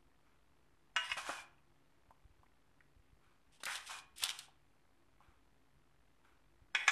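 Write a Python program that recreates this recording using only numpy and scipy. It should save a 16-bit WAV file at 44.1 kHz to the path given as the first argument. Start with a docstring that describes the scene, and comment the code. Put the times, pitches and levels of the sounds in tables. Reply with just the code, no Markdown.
"""Cutting dough in a metal pan.

Dough is cut into wedges in a paper-lined pan, in a small kitchen. The knife clinks and drags on the
rim, exciting the pan's modes. A hand turns the pan, which knocks and scrapes on the table by stick
and slip, then nudges it while pressing the baking paper, which rustles, buckles and snaps. Between
the bursts: faint swishes and ticks of the blade, low bumps of the hands, quiet room air."""
import sys
import numpy as np
from scipy import signal
from scipy.fft import rfft, irfft, next_fast_len
from scipy.io import wavfile

SR = 44100
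rng = np.random.default_rng(int(sys.argv[2]) if len(sys.argv) > 2 else 0)


def generate_wav(signal):
    """Clip the signal to [-1, 1] and save it as 16-bit WAV at the path in sys.argv[1]."""
    frames = np.transpose(np.atleast_2d(signal))
    scaled = np.clip(frames, -1, 1) * 32767
    pcm = np.round(scaled).astype(np.int16)
    wavfile.write(sys.argv[1], SR, pcm)


N = 304731

# pan modes (frequency [Hz], level at rim spot a [dB], at b [dB], at c [dB], t60 [s])
PAN_MODES = [(662, -17.5, -18, -36, 0.38), (775, -21.5, -22, -14, 0.11), (983, -9, -5, -30, 0.22),
             (1019, -29.5, -18, -21, 0.24), (1193, -14.5, -12, -22, 0.19), (1314, -2, -15, -23.5, 0.17),
             (1514, 0.5, -13.5, -7, 0.28), (1630, -11, -5, -45, .2), (1698, -16, -9.5, -1, 0.089),
             (1971, -16, -12.5, -7, 0.22), (1932, -10, -8, -8, 0.36), (2135, -6.5, -3.5, -7, 0.13),
             (2228, -17, -13, -5, 0.3), (2425, -24, -16, -3, .2), (2505, -20, -7, -9, .28),
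             (2562, -7.5, -9, -13, 0.15), (2610, -16, -5, -16, 0.14), (2858, 0, -3.5, -22, 0.28),
             (2900, -8.5, -6, -14.5, 0.15), (2980, -15.5, -16, -22, 0.37), (3260, -23, -18, -19, 0.12),
             (3388, -19.5, -13, -8, .12), (3890, -31, -25, -34, 0.14), (5010, -12, -10.5, -39, 0.065),
             (5450, -27, -12, -18, 0.057)]
# knife on rim (time [s], ring [dB], rim spot, clack [dB], clack tilt [dB/oct], extra contact ring [dB])
RIM_CLINKS = [(0.9626, -33.3, "a", -33, 0.5, -21), (1.1155, -45.5, "b", -47, 3, 7),
              (6.7486, -35.5, "c", -32, -.5, 2), (6.879, -35, "c", -23.5, 1, 5)]
# blade along rim (start [s], hold [s], level [dB], rim spot)
RIM_DRAGS = [(1.026, .04, -50, "b"), (1.09, .024, -44, "b"), (6.787, .042, -44.5, "c"),
             (6.86, .01, -45.5, "c")]
# light touches of the rim (time [s], level [dB], frequency [Hz], t60 [s])
RIM_GRAZES = [(1.372, -46, 2380, 0.2), (3.935, -52, 2445, .42)]
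# pan on table (time [s], level [dB], decay [s], pitch factor)
PAN_KNOCKS = [(1.168, -44.5, 0.016, 1.01), (1.2912, -34, 0.012, 0.98), (3.665, -41, .016, 1.85),
              (3.904, -53, 0.011, 1.6), (4.23, -50, .01, 1.1)]
# hand turns the pan, then (last two rows) presses the rustling paper and nudges the pan
# (start [s], rise [s], slowing [s], scrape [dB], paper hiss [dB])
HAND_PUSHES = [(1.165, .012, .058, -43.5, -49), (1.238, .05, .125, -46.3, -51),
               (3.657, .022, .128, -47.5, -51), (3.885, .024, .085, -47.7, -50.5),
               (4.21, .018, .092, -49, -51), (4.325, .015, .115, -63.5, -61.5)]
# modes of the scraped pan (frequency [Hz], relative level [dB], t60 [s])
SCRAPE_MODES = [(603, -13, 0.35), (807, -1, .4), (998, -4, .3), (1098, -5, .4), (2358, -5, .25),
                (2420, -2, 0.27), (2510, -3, .2), (2850, -4.5, .2), (3470, -4, .12)]
# fingers or blade brush paper (start [s], hold [s], level [dB])
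PAPER_BRUSHES = [(.966, .055, -60.5), (1.03, .04, -57), (1.086, .03, -54.5), (1.12, .04, -62.5),
                 (3.518, .04, -70.5), (3.595, .035, -69), (3.698, .055, -47.5), (3.8, .05, -61),
                 (3.86, .025, -51.5), (4.158, .018, -57), (4.19, .03, -51.5), (4.325, .12, -63),
                 (6.755, .11, -64)]
# paper buckles under fingers (start [s], hold [s], level [dB])
PAPER_CRUMPLES = [(3.752, .014, -48), (4.214, .042, -43.5), (4.276, .026, -43), (4.388, .012, -56)]
# creases snap (time [s], level [dB], decay [s], tilt [dB/oct])
CREASE_SNAPS = [(3.603, -59, .014, -10.5), (3.6349, -32.5, 0.00233, -4.5), (3.6545, -33.5, 0.0037, 2),
                (3.7548, -35, .003, -2.5), (3.987, -46, 0.004, -4), (4.182, -46, 0.0057, 5.5),
                (4.2234, -36, .002, -3.5), (4.2368, -18.5, 0.002, 0.5), (4.2566, -32, 0.0015, -2),
                (4.3015, -35, .0025, -2), (4.3895, -35.5, 0.0023, 0)]
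# damped ticks of blade and pan (time [s], level [dB], pitch [Hz], decay [s])
SOFT_TICKS = [(1.581, -70, 2400, .006), (2.107, -53, 975, 0.0065), (2.431, -59, 1025, .007),
              (2.459, -70.5, 2000, 0.0098), (2.8055, -56, 1850, .004), (3.634, -40, 1700, .0045),
              (3.654, -46, 1900, .005), (4.483, -58.5, 900, 0.009), (5.205, -61, 1000, 0.0084)]
# low bumps of the hands (time [s], level [dB])
HAND_BUMPS = [(1.12, -53.5), (2.086, -61), (2.251, -53), (2.303, -59), (2.394, -58), (2.965, -56.5),
              (2.994, -57), (3.129, -55), (4.22, -57), (5.284, -56), (6.617, -54.5)]
# blade through dough (start [s], rise [s], hold [s], level [dB])
DOUGH_CUTS = [(.23, .04, .08, -77.5), (3.19, .05, .11, -75), (5.198, .025, .11, -72),
              (6.228, .022, .08, -72)]

# noise spectra (frequency [Hz], relative density [dB])
CLACK_SPECTRUM = [(120, -34.5), (250, -28), (500, -21.5), (770, -3.5), (950, -5), (1250, -3.5),
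                  (1570, -3.5), (2360, 0), (2870, -5), (3420, -4.5), (4530, -19.5), (5130, -15),
                  (7420, -15), (12400, -43)]  # blade hits rim
KNOCK_SPECTRUM = [(120, -19), (200, -14), (280, -3), (400, -23), (560, -5.5), (760, 2), (900, -7.5),
                  (1330, 0.5), (1800, -10), (3000, -22), (8000, -51)]  # pan hits table
SCRAPE_SPECTRUM = [(120, -59.5), (200, -34.5), (382, -19), (681, -9), (759, 2), (868, -2), (993, 1),
                   (1510, 1), (1850, -4), (2060, -7.5), (2520, 1), (2730, -12), (5000, -18), (6500, -45),
                   (11000, -120)]  # base slides
GRATE_SPECTRUM = [(500, -30), (1100, -10.5), (1400, -4), (1650, -2), (1850, 1.5), (2150, -2.5),
                  (2700, -17.5), (5000, -32)]  # base sticks and slips
SLIDE_SPECTRUM = [(1760, -40.5), (3000, 1.5), (3320, -2), (4460, -8.5), (5090, -5), (8430, -7.5),
                  (10900, -12), (13000, -26), (13500, -42)]  # paper slides and rustles
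PAPER_SPECTRUM = [(250, -30.5), (600, -20.5), (1250, -10), (2200, -3), (3330, 1), (4300, -7.5),
                  (5600, -6.5), (7200, -13.5), (8500, -7), (11500, -20.5), (13500, -31)]  # paper brushed or crumpled
SNAP_SPECTRUM = [(120, -41.5), (400, -20), (1000, -13), (2200, -15), (3400, 5), (4800, -1), (6500, -5),
                 (8500, -1), (12000, -9.5), (14000, -17.5)]  # crease snaps
CUT_SPECTRUM = [(400, -27), (800, -1), (1450, 6), (1800, -9), (2350, -1), (2800, -10), (3300, -8),
                (4500, -17), (12000, -24)]  # blade in dough
AIR_SPECTRUM = [(20, -16), (35, -7), (52, 3.5), (75, -4), (110, -7.5), (180, -9.5), (270, -11),
                (450, -13.5), (900, -13), (2000, -18), (3500, -24), (6000, -30.5), (9000, -31.5),
                (13000, -34)]  # room air

# room drone (centre [Hz], width [Hz], level [dB])
DRONE_BANDS = [(141, 5.8, -85), (272, 45, -85.5), (342, 14, -86.5), (427.3, 16, -93)]
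# kitchen decay (frequency [Hz], t60 [s])
ROOM_T60 = [(150, .33), (800, 0.57), (2500, 0.43), (6000, 0.27), (13000, .16)]
# stereo width (frequency [Hz], side minus mid [dB])
SIDE_LEVELS = [(100, -57.5), (3000, -66), (4100, -24.5), (6000, -18), (8500, -12), (12500, -8.5)]


def rim_clinks():
    """The blade drives the pan's modes during contact, then they ring free. Returns rings, clacks."""
    rings, clacks = np.zeros((2, N))
    t = seconds(SR)
    contact_s, rise_s = .012, .0006
    contact = np.exp(-(t / contact_s) ** 4)
    rise = np.minimum(t / rise_s, 1)
    for s, ring_db, spot, clack_db, tilt_db, drive_db in RIM_CLINKS:
        add(rings, s, gain(ring_db) * ring(modes_at(spot)) * rise * (1 + gain(drive_db) * contact))
        clack = burst(CLACK_SPECTRUM, decay_s=.0085, squareness=2.5, tilt_db_oct=tilt_db)
        add(clacks, s, gain(clack_db) * clack)
        crush = burst(KNOCK_SPECTRUM, decay_s=.01)  # dough and paper give way first
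        add(clacks, s - .006, gain(clack_db - 25) * crush)
    highpass = signal.butter(2, 700, "high", fs=SR, output="sos")  # thin metal radiates little bass
    return signal.sosfilt(highpass, rings), clacks


def pan_knocks():
    """Dull blows of the loaded pan on the table; grazes that ring the rim on one note."""
    out = np.zeros(N)
    for s, db, decay_s, pitch in PAN_KNOCKS:
        add(out, s, gain(db) * burst([(hz * pitch, level) for hz, level in KNOCK_SPECTRUM], decay_s))
    graze_rise = 1 - np.exp(-seconds(SR) / .008)
    for s, db, hz, t60_s in RIM_GRAZES:
        add(out, s, ring([(hz, db, t60_s)]) * graze_rise)
    return out


def hand_pushes():
    """Turned or nudged, the pan slips, scrapes and rings; the paper rustles. Both sag over each push."""
    scrape, slide = np.zeros((2, N))
    for s, rise_s, slowing_s, scrape_db, hiss_db in HAND_PUSHES:
        scrape += gain(scrape_db) * stroke(s, rise_s, slowing_s, sag_db=10, stop_s=.028)
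        slide += gain(hiss_db) * stroke(s, rise_s, slowing_s, sag_db=9, stop_s=.019)
    slips = grains(per_s=1900, spread_db=2)
    body = ring(SCRAPE_MODES)
    ringing = convolved(unit_rms(slips) * scrape, body / np.linalg.norm(body))
    hiss = slide * coloured(grains(per_s=7000, spread_db=2.5), SLIDE_SPECTRUM)
    return scrape * coloured(slips, SCRAPE_SPECTRUM) + gain(-12) * ringing + hiss


def pan_grating():
    """Coarse stick and slip of the base on the table."""
    push = gain(-41.5) * stroke(start_s=3.659, rise_s=.016, hold_s=.125, sag_db=19, stop_s=.055)
    return push * coloured(grains(per_s=900, spread_db=.8), GRATE_SPECTRUM)


def rim_drags():
    """The pressed blade chatters along the rim, driving and damping the pan's modes."""
    out = np.zeros(N)
    damped_t60_s = .05
    for s, hold_s, db, spot in RIM_DRAGS:
        body = ring([(hz, level, damped_t60_s) for hz, level, _ in modes_at(spot)])
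        chatter = unit_rms(convolved(grains(per_s=2000, spread_db=1.5), body))
        out += gain(db) * stroke(s, rise_s=.012, hold_s=hold_s, sag_db=2, stop_s=.014) * chatter
    return out


def baking_paper():
    """Light brushing, dense crackle of buckling fibres, single snapping creases."""
    touch = sum(gain(db) * stroke(s, rise_s=.012, hold_s=hold_s, sag_db=2, stop_s=.01)
                for s, hold_s, db in PAPER_BRUSHES)
    press = sum(gain(db) * stroke(s, rise_s=.01, hold_s=hold_s, sag_db=2, stop_s=.009)
                for s, hold_s, db in PAPER_CRUMPLES)
    buckles = sum(scattered(grains(per_s=110, spread_db=5), decay_s=.00079) for _ in range(12))
    friction = coloured(grains(per_s=3000, spread_db=2.5), PAPER_SPECTRUM, tilt_db_oct=2.2)
    out = touch * friction + press * coloured(buckles, PAPER_SPECTRUM)
    for s, db, decay_s, tilt_db in CREASE_SNAPS:
        add(out, s, gain(db) * burst(SNAP_SPECTRUM, decay_s, squareness=.77, tilt_db_oct=tilt_db))
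    return out


def ticks_and_bumps():
    """Soft ticks of blade and pan; heavily damped low bumps of the hands."""
    out = np.zeros(N)
    for s, db, hz, decay_s in SOFT_TICKS:
        spectrum = [(hz / 2, -24), (hz * .85, -5), (hz * 1.08, -3), (hz * 1.35, -23), (hz * 4, -42)]
        add(out, s, gain(db) * burst(spectrum, decay_s, squareness=1.1))
    t = seconds(8192)
    bump_hz, rise_s = 66, .0035
    bump = t / rise_s * np.exp(1 - t / rise_s) * np.sin(2 * np.pi * bump_hz * t)
    for s, db in HAND_BUMPS:
        add(out, s, gain(db) * bump)
    return out


def dough_cuts():
    """Tiny slips of the blade through dough make a faint swish."""
    draw = sum(gain(db) * stroke(s, rise_s, hold_s, sag_db=5, stop_s=.06)
               for s, rise_s, hold_s, db in DOUGH_CUTS)
    return draw * coloured(grains(per_s=3000, spread_db=3.5), CUT_SPECTRUM)


def background():
    """Room air and drone, with a faint buzzy recorder hiss that follows the low rumble."""
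    drone = sum(gain(db) * noise_band(hz, width_hz) for hz, width_hz, db in DRONE_BANDS)
    tremor_spectrum = [(25, -21.5), (50, 4.5), (90, -6.5), (180, -13), (400, -32.5), (2000, -81.5)]
    tremors = gain(-82.5) * coloured(grains(per_s=14, spread_db=2), tremor_spectrum)  # hand on microphone
    air = gain(-75) * coloured(rng.standard_normal(N), AIR_SPECTRUM)
    rumble = filtered(air, lambda hz: hz < 450)
    hiss = filtered(air, lambda hz: (hz >= 450) & (hz < 4000))
    recorder_buzz = unit_rms(1 - .64 * np.tanh(1.5 * unit_rms(rumble + drone)))
    return air + (recorder_buzz - 1) * hiss + drone + tremors


def kitchen_reverb(x, delay_s=.006, taps_per_s=3000):
    """Sparse reflections of random sign; each band decays at its own rate."""
    taps = rng.choice([-1., 1.], SR) * (rng.random(SR) < taps_per_s / SR) * (seconds(SR) > delay_s)
    hz, t, bands = signal.stft(taps, SR, nperseg=256)
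    decay = gain(-60 * t / lookup(ROOM_T60, hz)[:, None])
    tail = signal.istft(bands * decay, SR, nperseg=256)[1]
    return convolved(x, tail / np.linalg.norm(tail))


def widened(mid):
    """Treble reaches the two ears with differing phases."""
    knots_hz = np.arange(0, SR, 60)
    phase_rad = np.cumsum(rng.normal(0, 1.5, len(knots_hz)))
    side = filtered(
        mid, lambda hz: gain(lookup(SIDE_LEVELS, hz)) * np.exp(1j * np.interp(hz, knots_hz, phase_rad)))
    return np.array([mid + side, mid - side])


def modes_at(spot):
    """Pan modes as excited at one rim spot."""
    return [(hz, levels_db["abc".index(spot)], t60_s) for hz, *levels_db, t60_s in PAN_MODES]


def ring(modes):
    """Decaying sines of random phase from (frequency [Hz], level [dB], t60 [s])."""
    t = seconds(SR)
    return sum(gain(db - 60 * t / t60_s) * np.sin(2 * np.pi * (hz * t + rng.random()))
               for hz, db, t60_s in modes)


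def burst(spectrum, decay_s, squareness=1, tilt_db_oct=0):
    """Sudden, decaying puff of coloured noise."""
    t = seconds(8192)
    envelope = (1 - np.exp(-t / .0003)) * np.exp(-(t / decay_s) ** squareness)
    return envelope * coloured(rng.standard_normal(len(t)), spectrum, tilt_db_oct)


def stroke(start_s, rise_s, hold_s, sag_db, stop_s):
    """Envelope of one hand movement: rise, sagging hold, decay."""
    t = seconds(N) - start_s
    held_s = t - rise_s
    rise = np.clip(t / rise_s, 0, 1)
    sag = gain(-sag_db * np.clip(held_s / hold_s, 0, 1))
    return rise * sag * np.exp(-np.maximum(held_s - hold_s, 0) / stop_s)


def grains(per_s, spread_db):
    """Random impulses of uneven size."""
    size = gain(spread_db * np.minimum(rng.exponential(1, N), 4))
    return size * rng.choice([-1, 1], N) * (rng.random(N) < per_s / SR)


def scattered(x, decay_s):
    """Smears each grain over many short paths across sheet and pan."""
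    t = seconds(1024)
    return unit_rms(convolved(x, rng.standard_normal(len(t)) * np.exp(-t / decay_s)))


def noise_band(centre_hz, width_hz):
    """Narrow noise at rms 1."""
    noise = rng.standard_normal(N)
    return unit_rms(filtered(noise, lambda hz: 1 / (1 + (2 * (hz - centre_hz) / width_hz) ** 2)))


def coloured(x, spectrum, tilt_db_oct=0):
    """Applies a spectrum, tilted above 1 kHz; rms 1."""
    def response(hz):
        return gain(lookup(spectrum, hz) + tilt_db_oct * np.log2(np.maximum(hz / 1000, 1)))
    return unit_rms(filtered(x, response))


def filtered(x, response):
    """Applies response(hz) by FFT."""
    size = next_fast_len(len(x), real=True)
    return irfft(rfft(x, size) * response(np.fft.rfftfreq(size, 1 / SR)), size)[:len(x)]


def lookup(table, hz):
    """Interpolates over log frequency."""
    knots_hz, values = np.transpose(table)
    return np.interp(np.log(hz + 1), np.log(knots_hz), values)


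def add(mix, start_s, sound):
    part = mix[round(start_s * SR):][:len(sound)]
    part += sound[:len(part)]


def convolved(x, impulse_response):
    return signal.fftconvolve(x, impulse_response)[:N]


def unit_rms(x):
    return x / np.sqrt(np.mean(x ** 2) + 1e-20)


def gain(db):
    return 10 ** (np.asarray(db) / 20)


def seconds(samples):
    return np.arange(samples) / SR


def scene():
    """All sources close and centred, with a little kitchen reverb and widened treble."""
    rings, clacks = rim_clinks()
    handling = (pan_knocks() + hand_pushes() + pan_grating() + rim_drags()
                + baking_paper() + dough_cuts() + ticks_and_bumps())
    reverb = kitchen_reverb(gain(-15) * rings + gain(-5) * clacks + gain(-13.5) * handling)
    return widened(rings + clacks + handling + reverb + background())


def record(dry):
    """Low-pass and a small DC offset."""
    cutoff_hz, dc_offset = 13350, -.0003
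    lowpass = signal.firwin(255, cutoff_hz, window=("kaiser", 8), fs=SR)
    return dc_offset + signal.oaconvolve(dry, lowpass[None], "same")


dry = scene()
out = record(dry)
generate_wav(out)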